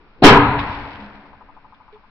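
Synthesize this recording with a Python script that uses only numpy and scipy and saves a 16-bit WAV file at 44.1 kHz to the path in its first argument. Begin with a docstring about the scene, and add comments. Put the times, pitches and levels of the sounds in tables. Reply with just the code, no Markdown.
"""Party popper in a bare room

A popper fires up close: the cap gives with a thump, then the blast overloads the microphone. The tube and the
room ring on while confetti rustles through the air, the flying cap strikes the wall and a few scraps land. The
empty tube knocks hollowly in the hands, once in the ring-out and softly again near the end. As the tail dies a
low hum swells and a faint tone pulses steadily, perhaps a small motor."""
import sys
import numpy as np
from scipy import signal
from scipy.fft import rfft, irfft
from scipy.io import wavfile

SR = 44100
rng = np.random.default_rng(int(sys.argv[2]) if len(sys.argv) > 2 else 0)


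def master(y):
    """Save y as 16-bit WAV."""
    cut = np.clip(np.atleast_2d(y).T, -1, 1)
    pcm = np.round(cut * 32767)  # scale
    wavfile.write(sys.argv[1], SR, pcm.astype(np.int16))


N = 92610
T = np.arange(N) / SR


def amp(db):
    """Decibels to gain."""
    return 10 ** (np.asarray(db) / 20)

def unit_rms(x):
    """Scales to an rms of one."""
    return x / np.sqrt(np.mean(x ** 2) + 1e-20)

def at_hz(table, hz, column=1):
    """Reads one column of a table along a log-frequency axis."""
    columns = np.transpose(table)
    return np.interp(np.log(hz + 1), np.log(columns[0] + 1), columns[column])

def fader(curve):
    """Gain ride through (time [s], level [dB]) points."""
    return amp(np.interp(T, *np.transpose(curve)))

def strike(start, rise, t60, hold=0, clock=T):
    """Envelope with a linear attack, an optional hold and an exponential decay, all in seconds."""
    age = np.maximum(clock - start, 0)
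    return np.minimum(age / rise, 1) * amp(-60 * np.maximum(age - hold, 0) / t60)

def pan(db):
    """Left and right gains for a left-minus-right level."""
    return amp(np.array([[db], [-db]]) / 2)

def waver(rate_hz):
    """Slow random drift of level and phase: complex, with an rms of one."""
    lowpass = np.exp(-(np.arange(N) * SR / N / rate_hz) ** 2)
    drift = np.fft.ifft(np.fft.fft(rng.standard_normal(N)) * lowpass)
    return drift / np.sqrt(np.mean(abs(drift) ** 2))

def resonant(x, peaks):
    """Boosts a narrow band at each resonance."""
    return x + sum((amp(db) - 1) * signal.lfilter(*signal.iirpeak(hz, hz / width, SR), x)
                   for hz, width, db in peaks)


# stereo image of the microphone pair (frequency [Hz], correlation [-1..1], left minus right [dB])
STEREO_IMAGE = [(25, .5, 3), (59.7, 1, 0.4), (250, 0.99, 1.4), (448, 0.93, 0.4), (810, 0.95, 3),
                (1300, .75, 5), (2058, 0.2, 2), (3020, -.4, -2.5), (4020, 0.009, 3.5), (5500, 0, 1)]

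def coloured(colour, source):
    """Gives two white signals a tone colour and the stereo image, at an rms of one."""
    hz = np.fft.rfftfreq(N, 1 / SR)
    shared, separate = rfft(source)
    correlation = np.clip(at_hz(STEREO_IMAGE, hz), -1, 1)
    lean = amp(at_hz(STEREO_IMAGE, hz, column=2) / 2)
    left = shared * lean
    right = (correlation * shared + np.sqrt(1 - correlation ** 2) * separate) / lean
    return unit_rms(irfft(np.array([left, right]) * amp(at_hz(colour, hz)), N))

def noise(colour):
    """Steady stereo noise of a given tone colour."""
    return coloured(colour, rng.standard_normal((2, N)))

def reflections(bands, start, rise, hold=0):
    """A dense wash of reflections, each frequency decaying at its own speed."""
    frames = dict(fs=SR, nperseg=1024, noverlap=768)
    hz, t, spectrum = signal.stft(noise(bands), **frames)
    t60 = at_hz(bands, hz, column=2)[:, None]
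    decay = amp(-60 * np.maximum(t - start - hold, 0) / t60)
    wash = signal.istft(spectrum * decay, **frames)[1][:, :N]
    return wash * np.clip((T - start) / rise, 0, 1)


# colour of the quiet room (frequency [Hz], relative level [dB])
ROOM_TONE_COLOUR = [(10, 6.5), (25, 1.5), (60, -9), (150, -13.5), (280, -14.5), (360, -20.5), (650, -18),
                    (900, -12), (1500, -15.5), (1900, -22), (2400, -18.5), (3100, -27.5), (4500, -33),
                    (6000, -41.5)]

def room_tone():
    """A steady, bass-heavy bed of noise."""
    return amp(-51) * noise(ROOM_TONE_COLOUR)


# swell of the hum (time [s], level [dB])
HUM_SWELL = [(.88, -80), (.97, -45), (1.25, -51.5), (1.35, -59.5), (1.7, -68.5), (2.1, -67)]

def low_hum(hz=200, width_hz=18):
    """A narrow, wavering band that swells faintly in the tail."""
    band = (waver(width_hz) * np.exp(2j * np.pi * hz * T)).real
    return fader(HUM_SWELL) * unit_rms(band)


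# level ride of the pulsing tone (time [s], level [dB])
PULSE_RIDE = [(1.17, -48), (1.33, -42.5), (1.72, -43), (1.96, -46), (2.04, -48.5)]
# partials of each pulse (frequency [Hz], relative level [dB], left minus right [dB])
PULSE_CLUSTER = [(786, -14.5, -3), (876, -2, 4.5), (990, -2, 7), (1047, -7, 10), (1223, -9, 7)]

def pulsing_tone(start_s=1.1738, period_s=.07847):
    """Short, even pulses of close partials that beat, with a touch of room reverb."""
    age = (T - start_s) % period_s
    envelope = strike(0, rise=.0011, t60=.058, hold=.011, clock=age) * (T > start_s)
    cluster = sum(amp(db) * pan(side_db) * np.sin(2 * np.pi * hz * age)
                  for hz, db, side_db in PULSE_CLUSTER)
    pulses = cluster * envelope * fader(PULSE_RIDE)
    impulse = rng.standard_normal((2, N)) * strike(0, rise=.01, t60=.97)
    wet = signal.fftconvolve(pulses, impulse / np.linalg.norm(impulse[0]), axes=1)[:, :N]
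    return pulses + amp(-25) * wet


# effort of the twist (time [s], level [dB])
TWIST_RIDE = [(.1, -54), (.15, -64), (.185, -46), (.22, -43), (.25, -76)]
# colour of hands rubbing the tube (frequency [Hz], relative level [dB])
GRIP_COLOUR = [(25, 9.5), (80, -8), (200, -3.5), (350, 0), (480, -4.5), (700, -22.5), (3000, -49)]

def hand_twist():
    """A dull rub as the hands twist the tube just before it fires."""
    return fader(TWIST_RIDE) * noise(GRIP_COLOUR)


# knocks of the tube in the hands (time [s], level [dB])
TUBE_KNOCKS = [(.005, -56), (.148, -59), (0.526, -26.5), (1.926, -41.5)]

def tube_knocks(hz=425.3):
    """At each knock the air in the tube swells, holds and dies at one hollow pitch."""
    knocks = 0
    for start, db in TUBE_KNOCKS:
        envelope = strike(start, rise=.0056, t60=.11, hold=.028)
        knocks += amp(db) * envelope * np.sin(2 * np.pi * hz * (T - start))
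    return knocks


# rustle of the airborne confetti (time [s], level [dB])
RUSTLE_RIDE = [(.5, -68.5), (.62, -41.5), (.73, -40), (.83, -46.5), (.95, -47), (1.1, -53.5), (1.3, -61.5),
               (1.6, -83.5)]
# colour of the paper (frequency [Hz], relative level [dB])
PAPER_COLOUR = [(300, -25), (1500, -1.5), (2600, 5.5), (3600, 0.5), (4600, -5), (5600, -13)]

def confetti_rustle(ticks_per_s=2000, spread_db=4):
    """Flakes in the air make a cloud of tiny paper ticks, a few louder than the rest."""
    ticks = (rng.random((2, N)) < ticks_per_s / SR) * rng.standard_normal((2, N))
    accents = amp(spread_db * np.minimum(rng.exponential(1, N), 3))
    return coloured(PAPER_COLOUR, ticks * accents) * fader(RUSTLE_RIDE)


# light hits: the cap striking the wall (first two rows), then larger scraps landing (time [s], level [dB])
LIGHT_HITS = [(0.584, -39), (0.59, -33.5), (.609, -46.5), (.727, -47), (1.548, -67), (1.743, -60),
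              (1.925, -59), (1.942, -65)]
# resonances of each hit (frequency [Hz], width [Hz], boost [dB])
HIT_PEAKS = [(1200, 460, 7), (2300, 377, 8.5), (3460, 320, 10)]

def light_hits():
    """Each hit, the cap against the wall or a scrap landing, is a short, resonant burst of paper-coloured
    noise."""
    taps = sum(amp(db) * strike(start, rise=.0018, t60=.098) for start, db in LIGHT_HITS)
    return resonant(noise(PAPER_COLOUR), HIT_PEAKS) * taps


BANG_S = .233  # cue for the reverb, the ring and the blast
# reverb of the bare room (frequency [Hz], relative level [dB], t60 [s])
REVERB_BANDS = [(25, -10.5, 2.6), (68.1, 0, 0.97), (120, 0.5, 1.5), (165, -11, 2), (226.4, -5, 1.2),
                (269, -4, 1.5), (340, -18, 2.12), (580, -14.5, 2.054), (830, -4, 1.57), (1000, 2.5, 1.31),
                (1140, -10, 1.58), (1598, -12, 1.8), (2490, -14, 1.544), (3180, -23, 1.3),
                (4180, -20.5, 0.92), (4700, -34.5, 1), (6000, -47, 0.79)]

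def room_reverb():
    """The long tail blooms behind the bang."""
    return amp(-8.5) * reflections(REVERB_BANDS, BANG_S, rise=.09)


# modes of tube and room (frequency [Hz], level [dB], t60 [s])
RING_MODES = [(74.6, -33, 1.8), (115.1, -14.5, 0.77), (155, -10.5, 0.2), (243.4, -17, .7),
              (279.7, -26, 2.1), (285, -0.5, .6), (401.6, -9.5, 0.71), (483.4, -16, 0.68),
              (750, -18.5, 0.8), (989, -17, 1.1), (979.4, -17.5, 1.2), (1130, -19.5, .7),
              (1248, -15.5, 0.83), (3186, -20, .35), (3996, -20.5, 0.19)]

def ring_out(waver_depth=.7):
    """The bang sets tube and room ringing, each mode wavering as it decays."""
    ring = 0
    for hz, db, t60 in RING_MODES:
        carrier = np.exp(2j * np.pi * (hz * T + rng.random()))
        tone = (carrier * (1 + waver_depth * waver(rate_hz=14))).real
        envelope = strike(BANG_S, rise=.012, t60=t60)
        ring += amp(db) * tone * envelope * pan(at_hz(STEREO_IMAGE, hz, column=2))
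    return ring


# colour of the cap's thump (frequency [Hz], relative level [dB])
CAP_COLOUR = [(30, -18), (120, -10), (250, 1.5), (450, -3), (560, -14), (750, -2.5), (1100, -15),
              (2000, -23), (4400, -26), (5000, -46)]

def cap_thump():
    """The cap gives with a low-mid thump just ahead of the blast."""
    return amp(-7) * noise(CAP_COLOUR) * strike(start=.2205, rise=.0074, t60=.26)

def air_push(start_s=.243, swing_s=.025):
    """One deep swing of pressure as the gas leaves the tube."""
    progress = np.maximum(T - start_s, 0) / swing_s
    return -amp(-1) * progress * (2 - progress) * np.exp(-progress)


# blast with its early reflections (frequency [Hz], relative level [dB], t60 [s])
BLAST_BANDS = [(25, -10, .6), (60, -17, 0.21), (132, -5.5, 0.94), (210, -1.5, 0.18), (262, -2, 0.78),
               (317, -5, 0.21), (406, 0, 0.62), (583.6, -10.5, 0.31), (850, -6.5, 0.64),
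               (1272, -11.5, 0.79), (2230, -13.5, 0.5), (3035, -15, 0.4), (4060, -20.5, .26),
               (5026, -22.5, .21), (6030, -18.5, .2)]
# resonances of the tube's bore (frequency [Hz], width [Hz], boost [dB])
BORE_PEAKS = [(1296, 27, 4), (1642, 90, 4.5), (2250, 120, 4), (2727, 100, 0), (3160, 50, 9), (3800, 75, 1),
              (4690, 48, 6.5), (5080, 110, 0)]

def blast():
    """The main hit: a broad burst, coloured by the tube, that holds briefly and decays."""
    burst = reflections(BLAST_BANDS, BANG_S, rise=.011, hold=.035)
    return amp(1) * resonant(burst, BORE_PEAKS)


def scene():
    """Mixes the bed, the handling, the paper and the pop."""
    bed = room_tone() + low_hum() + pulsing_tone()
    handling = hand_twist() + tube_knocks()
    paper = confetti_rustle() + light_hits()
    pop = room_reverb() + ring_out() + cap_thump() + air_push() + blast()
    return bed + handling + paper + pop

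def low_pass(x, hz):
    """Steep high cut."""
    kernel = signal.firwin(201, hz, window=("kaiser", 8), fs=SR)
    return signal.oaconvolve(x, kernel[None], "same")

def record(dry, knee=.78):
    """A narrow-band microphone saturates its input: only the overload reaches the high treble."""
    mic = low_pass(dry, hz=5750)
    clean = np.clip(mic, -knee, knee)
    saturated = clean + (1 - knee) * np.tanh((mic - clean) / (1 - knee))
    softened = signal.lfilter(*signal.butter(1, 17000, fs=SR), saturated)
    return low_pass(softened, hz=19500)


dry = scene()
out = record(dry)
master(out)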